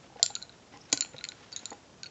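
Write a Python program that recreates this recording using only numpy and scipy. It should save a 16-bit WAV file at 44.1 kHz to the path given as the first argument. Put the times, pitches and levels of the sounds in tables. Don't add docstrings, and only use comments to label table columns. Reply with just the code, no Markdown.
import sys
import numpy as np
from scipy import signal
from scipy.fft import rfft, irfft, next_fast_len
from scipy.io import wavfile
from scipy.ndimage import map_coordinates

SR = 44100
rng = np.random.default_rng(int(sys.argv[2]) if len(sys.argv) > 2 else 0)


def dump_mix(stems):
    frames = np.atleast_2d(stems).T
    limited = np.clip(frames, -1, 1)
    pcm = np.round(limited * 32767).astype(np.int16)
    wavfile.write(sys.argv[1], SR, pcm)


N = 92610


def amp(db):
    return 10 ** (np.asarray(db) / 20)


def unit(x):
    return x / np.sqrt(np.mean(x ** 2) + 1e-20)


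def along(points, hz):
    f, v = np.transpose(points)
    return np.interp(np.log(hz + 1), np.log(f + 1), v)


def level(rows):
    s, db = np.transpose(rows)
    return amp(np.interp(np.arange(N) / SR, s, db, left=-120, right=-120))


def wobble(rate):
    knots = rng.standard_normal(int(N * rate / SR) + 4)
    return map_coordinates(knots, [np.arange(N) * rate / SR])


def filtered(x, response):
    m = next_fast_len(N + SR // 2)
    hz = np.fft.rfftfreq(m, 1 / SR)
    return irfft(rfft(x, m) * response(hz), m)[..., :N]


def noise(spectrum):
    return unit(filtered(rng.standard_normal(N), lambda hz: amp(along(spectrum, hz))))


def bands(rows):
    def response(f):
        return sum(amp(db) * np.exp(-.5 * ((f - hz) / width) ** 2) for hz, width, db in rows)
    return unit(filtered(rng.standard_normal(N), response))


def add_modes(out, s, hz, db, t60, attack_s, shape=1):
    t = np.arange(SR // 5) / SR
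    hz, db, t60 = (np.asarray(v, float)[:, None] for v in (hz, db, t60))
    decay = amp(db - 60 * (t / t60) ** shape)
    ring = decay * np.sin(2 * np.pi * hz * t)
    attack = (1 - np.exp(-t / attack_s)) ** 2
    out[round(s * SR):][:len(t)] += ring.sum(0) * attack


def add_tick(out, s, hz, half_s, db, phase):
    peak_s = .0007
    t = np.arange(200) / SR - peak_s
    tick = np.exp(-.5 * (t / half_s) ** 2) * np.cos(2 * np.pi * hz * t + phase)
    out[round(s * SR):][:len(t)] += amp(db) * tick


def bobbins():
    # start in seconds, levels in dB of the low tick, the high tick and the first mode,
    # then Hz, dB, Hz, dB for the second mode of each stick and the same four for the third mode,
    # and last the ring length as a multiple of the usual. Mode levels are before the attack.
    knocks = [(0.1701, -47, -53, -58, 4080, -50, 3840, -61, 6690, -61, 7530, -71, 1.01),
              (0.1962, -43, -43, -55, 3720, -55, 4450, -60.5, 6790, -61, 6500, -66, 1.01),
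              (0.229, -25.5, -3.5, -41.5, 4144, -7, 4270, -32, 7380, -3.5, 7110, -14, 1.12),
              (0.2388, -54, -38, -43, 4280, -38, 4220, -47, 7490, -27, 7000, -37, 1.01),
              (0.262, -29, -16, -48, 4030, -22, 4480, -45, 7330, -13, 6970, -49, 0.87),
              (0.3032, -50, -48, -57.5, 4080, -41, 4280, -40.5, 7360, -53, 6640, -59, 1.01),
              (0.3055, -47, -44, -54, 4040, -34.5, 4360, -54.5, 7270, -50, 7500, -56.5, 1.6),
              (0.353, -44, -25, -49, 4020, -19.5, 4160, -37, 6870, -23, 7150, -21.5, 1.08),
              (0.3627, -34, -48, -41, 4230, -30, 4400, -44, 7150, -47, 7280, -56, 0.84),
              (0.4177, -48, -52, -50, 4220, -45, 4210, -46, 6970, -62, 7290, -64, 1.1),
              (0.4252, -55, -35, -53.5, 4130, -33.5, 4000, -39.5, 7120, -40.5, 7020, -43.5, 1.96),
              (0.4943, -48, -62, -51, 4050, -41, 3900, -50, 7150, -58, 7310, -57, 0.95),
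              (0.524, -52, -54, -73, 3780, -52, 4000, -52, 7100, -56, 7160, -61, 1.2),
              (0.773, -45, -39.5, -62, 4650, -60, 3980, -66, 7000, -56, 6840, -49.5, 1.01),
              (0.9, -58, -45.5, -59.5, 4020, -55, 4160, -56, 6890, -56, 7170, -48, 1.7),
              (0.9196, -56, -35, -46.5, 4120, -37, 3810, -46, 7000, -39.5, 6900, -46, 1.8),
              (0.9272, -20, -7.5, -44, 4640, -22.5, 4080, -26, 6800, -14.5, 7420, -6.5, 0.77),
              (0.9293, -19, -9, -52, 4120, -16, 4510, -23, 6990, -15, 6810, -19, 0.52),
              (0.9303, -24.5, -28.5, -43.5, 4010, -19.5, 4670, -32.5, 7090, -17, 7650, -14, 0.89),
              (0.9333, -35, -28, -42.5, 4016, -23.5, 4300, -33, 6990, -20, 6730, -31, 1.8),
              (0.9744, -30, -18, -43, 4070, -25, 4240, -29, 7360, -25, 6780, -39.5, 1.4),
              (1.0078, -27.5, -13.5, -45.5, 3873, -24.5, 4320, -26, 7170, -10.5, 7056, -18.5, 1.52),
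              (1.0222, -26.5, -45, -43, 4380, -30, 4140, -28.5, 7130, -24.5, 6630, -43, 2.34),
              (1.0483, -33, -50, -56, 4300, -38, 4010, -47.5, 7170, -44.5, 7000, -48, 0.86),
              (1.0592, -38, -53, -52, 4330, -45, 4030, -52.5, 7010, -52, 7360, -50, 1.01),
              (1.1349, -44.5, -54.5, -51.5, 4030, -51, 3890, -57, 7000, -64, 7040, -67, 1.2),
              (1.165, -44, -42.5, -56, 3840, -42, 4100, -46.5, 6980, -57, 7460, -63, 1.7),
              (1.1822, -54, -41, -59, 4004, -35.5, 3905, -38.5, 7220, -45, 6700, -68.5, 1.5),
              (1.1884, -40, -48.5, -60.5, 3870, -36.5, 3850, -45, 6920, -52, 7130, -59, 1.1),
              (1.21, -37, -50, -44.5, 4040, -40, 4140, -49.5, 6850, -58, 6940, -58, 1.3),
              (1.2408, -24.5, -29.5, -49.5, 4290, -23, 4670, -48, 7130, -23.5, 7010, -32, 1.2),
              (1.2505, -30.5, -41.5, -51.5, 4320, -27.5, 3880, -42.5, 7140, -39.5, 7400, -41.5, 1.35),
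              (1.288, -45, -28.5, -47.5, 4000, -31, 3820, -32.5, 7150, -31, 7060, -26, 1.47),
              (1.3193, -33.5, -39, -48, 4220, -37.5, 3720, -52, 7130, -54, 6700, -62.5, 0.78),
              (1.5201, -50, -36, -56, 4100, -45, 4260, -52, 7290, -52, 6350, -56, 0.92),
              (1.5263, -45, -50, -60, 4545, -32, 4020, -44, 6930, -39, 7400, -59, 1.8),
              (1.5339, -52, -47, -54, 4510, -35, 4210, -36, 6820, -54, 7290, -56, 1.5),
              (1.5625, -38.5, -34, -57, 3830, -26.5, 4280, -40, 6920, -19, 6440, -22.5, 0.71),
              (1.5695, -45, -44.5, -67, 4100, -32, 4500, -59, 6870, -34, 6840, -47, 1.01),
              (1.5758, -57, -55, -63, 4220, -38, 3790, -44, 6720, -43, 6600, -43, 1.4),
              (1.592, -57, -50, -65, 4105, -35.5, 4200, -48.5, 6770, -43, 7000, -47, 1.7),
              (1.6561, -39.5, -27, -48, 3850, -29, 4100, -32.5, 7120, -22, 7240, -32, 0.92),
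              (1.6628, -57, -49, -59, 4020, -38, 3940, -40, 7170, -34.5, 6750, -56, 1.01),
              (1.705, -50.5, -49, -69, 4390, -41, 3700, -49, 6770, -38, 6860, -38.5, 1.8),
              (1.7301, -45, -49, -59, 3630, -48, 4550, -51, 6980, -49.5, 7000, -54, 1.2),
              (2.0325, -35.5, -27, -44, 4280, -32, 4300, -59, 6840, -35.5, 7520, -63, 1.01),
              (2.0414, -48, -56, -48.5, 4540, -46, 3840, -38, 6770, -57, 7380, -71.5, 1.2),
              (2.0425, -47, -48, -50, 4350, -47, 4080, -47, 6600, -57, 6680, -62, 0.79),
              (2.0591, -38, -45, -61, 4430, -39, 3800, -51, 6740, -52, 7450, -63, 1.01),
              (2.0627, -40, -50, -61, 4370, -38, 3870, -43, 6580, -57, 6830, -59, 1.6),
              (2.0693, -43, -42, -54, 3830, -44, 4360, -46, 6570, -65, 6790, -78, 1.01)]
    # centre in Hz, half length in seconds.
    ticks = [(2450, 0.00029), (5400, 0.00014)]
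    ring_t60 = [0.052, 0.017, 0.015]
    first_hz, first_scatter, tick_scatter = 1452, .033, .035
    first_attack_s, attack_s = .00097, .00025
    grip_shape = 1.06
    out = np.zeros(N + SR)
    first, second, third = ring_t60
    draws = rng.standard_normal((len(knocks), 5))
    for (s, low, high, first_db, *modes, length), r in zip(knocks, draws):
        for (hz, half_s), db, shift, phase in zip(ticks, (low, high), r[1:3], r[3:]):
            add_tick(out, s, hz * (1 + tick_scatter * shift), half_s, db, 2 * phase)
        hz = first_hz * (1 + first_scatter * r[0])
        add_modes(out, s, [hz], [first_db], [length * first], first_attack_s)
        t60 = length * np.array([second, second, third, third])
        add_modes(out, s, modes[::2], modes[1::2], t60, attack_s, grip_shape)
    return out[:N]


def pillow():
    # start in seconds, level in dB of each pillow mode before the attack,
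    # ring length as a multiple of the usual.
    thuds = [(0.0425, -58.5, -55, -46.5, -50.5, -58, -68, -51, 1.2),
             (0.1012, -61, -60.5, -63.5, -64, -47, -65, -65.5, 0.9),
             (0.1235, -60, -55, -51, -53.5, -45.5, -65, -61.5, 0.9),
             (0.1582, -56, -51.5, -43.5, -59, -41.5, -59, -63, 1.55),
             (0.1622, -52, -48, -40, -61, -40, -61, -61, 0.65),
             (0.1965, -61, -61, -47, -37, -50, -60, -38, 1.5),
             (0.2285, -59.5, -57, -36, -43, -47, -44.5, -43, 0.82),
             (0.2355, -48.5, -57, -58, -37, -53, -58.5, -59, 0.9),
             (0.3027, -45, -56, -48, -51, -34.5, -63, -59, 1.07),
             (0.4316, -58, -58, -56, -51, -45.5, -62, -64, 1.9),
             (0.7385, -68, -47, -59.5, -57, -44, -50, -57.5, 2.05),
             (0.7599, -63, -60.5, -55.5, -58, -46, -46.5, -43.5, 1.86),
             (0.8985, -55, -55.5, -52.5, -62.5, -48.5, -67.5, -67, 1),
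             (0.9279, -50.5, -37, -21, -38.5, -25, -46.5, -36.5, 0.63),
             (0.9308, -37, -25, -35.5, -34.5, -40, -31.5, -51, 1.06),
             (1.0485, -60.5, -62, -45, -50, -39.5, -63.5, -49, 0.54),
             (1.1436, -41, -42, -34.5, -56.5, -39.5, -58, -36, 0.95),
             (1.407, -56, -57, -51, -58.5, -51.5, -61, -55, 1.4),
             (1.6312, -64, -37.5, -40, -43.5, -52.5, -63, -50, 0.47),
             (1.7175, -61, -40, -34.5, -36.5, -30.5, -62, -37, 1.2),
             (1.7265, -61, -47, -41.5, -55, -34.5, -45, -38.5, 2.1)]
    # frequency in Hz, usual decay by 60 dB in seconds.
    pillow_modes = [(140, 0.071), (285, 0.041), (490, .03), (690, 0.046), (815, 0.038), (1020, 0.027),
                    (1850, 0.0072)]
    detune, attack_s = .012, .0004
    out = np.zeros(N + SR)
    hz, t60 = np.transpose(pillow_modes)
    draws = rng.standard_normal((len(thuds), len(hz)))
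    for (s, *db, length), r in zip(thuds, draws):
        add_modes(out, s, hz * (1 + detune * r), db, length * t60, attack_s)
    return out[:N]


def fingers():
    # time in seconds, level in dB.
    rustle = [(0, -64.5), (0.047, -57), (.09, -66), (.17, -64.5), (.2, -54.5), (.24, -60), (.7, -66.5),
              (.73, -57.5), (.765, -61.5), (.8, -65.5), (.9, -58), (1.381, -61.5), (1.41, -58),
              (1.45, -55.5), (1.49, -60), (1.6, -56.5), (1.63, -55.5), (1.72, -59.5), (1.77, -63.5),
              (2.1, -68.5)]
    # frequency in Hz, relative density in dB per Hz.
    cloth_spectrum = [(300, -7), (900, -5), (1400, -3), (2200, -4), (3300, -7), (5000, -11), (8000, -17.5)]
    # time in seconds, level in dB.
    rub = [(.715, -77), (.74, -55.5), (.752, -63), (.765, -59.5), (.79, -80)]
    # centre in Hz, width in Hz, relative level in dB.
    rub_bands = [(930, 59, -1), (2030, 150, -3), (2950, 220, -7.5)]
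    # time in seconds, level in dB.
    thread = [(.72, -85), (.74, -66), (.765, -65), (.79, -85), (.815, -54.5), (.835, -77), (.857, -59.5),
              (.885, -84)]
    # centre in Hz, width in Hz, relative level in dB.
    thread_bands = [(5450, 380, 0)]
    grains = amp(2.5 * wobble(140))
    cloth = unit(grains * noise(cloth_spectrum))
    return level(rustle) * cloth + level(rub) * bands(rub_bands) + level(thread) * bands(thread_bands)


def scattered(x):
    scatter_db, scatter_t60_s = -8, .0086
    out, step = np.pad(x, (0, SR)), SR // 10
    t = np.arange(1, SR // 40) / SR
    for a in range(0, N, step):
        smear = rng.standard_normal(len(t)) * amp(-60 * t / scatter_t60_s)
        wet = signal.fftconvolve(x[a:a + step], smear / np.linalg.norm(smear))
        out[a + 20:][:len(wet)] += amp(scatter_db) * wet
    return out[:N]


def room(x):
    # frequency in Hz, time to fall by 60 dB in seconds.
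    room_t60 = [(300, 0.38), (2000, .25), (5000, 0.16), (8000, 0.31)]
    wall_s = .0079
    out, step = np.zeros(N + 2 * SR), SR // 10
    for a in range(0, N, step):
        hz, t, z = signal.stft(rng.standard_normal(SR // 2), SR, nperseg=256)
        decay = amp(-60 * t / along(room_t60, hz)[:, None])
        tail = signal.istft(z * decay, SR, nperseg=256)[1]
        wet = signal.fftconvolve(x[a:a + step], tail / np.linalg.norm(tail))
        out[a + round(wall_s * SR):][:len(wet)] += wet
    return out[:N]


def scene():
    room_db = -14
    near = scattered(bobbins() + pillow())
    return (near + amp(room_db) * room(near) + fingers())[None]


def background():
    # frequency in Hz, relative density in dB per Hz.
    hiss = [(12, -55.5), (20, -38), (50, -10), (85, -4), (150, -3), (350, -7), (700, -9.5), (2000, -21),
            (4400, -21), (7000, -21), (7700, -25), (8070, -35.5), (8440, -45), (8690, -57), (9500, -81.5)]
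    hiss_db = -57
    return amp(hiss_db) * noise(hiss)


def record(dry):
    bass_cut_hz, mic_hz, mic_order, top_hz = 80, 7126, 19.8, 8845

    def microphone(hz):
        bass = hz ** 2 / np.sqrt(hz ** 4 + bass_cut_hz ** 4)
        return bass / np.sqrt(1 + (hz / mic_hz) ** (2 * mic_order))

    mic = filtered(dry, microphone)
    return filtered(mic + background(), lambda hz: hz < top_hz)


dry = scene()
out = record(dry)
dump_mix(out)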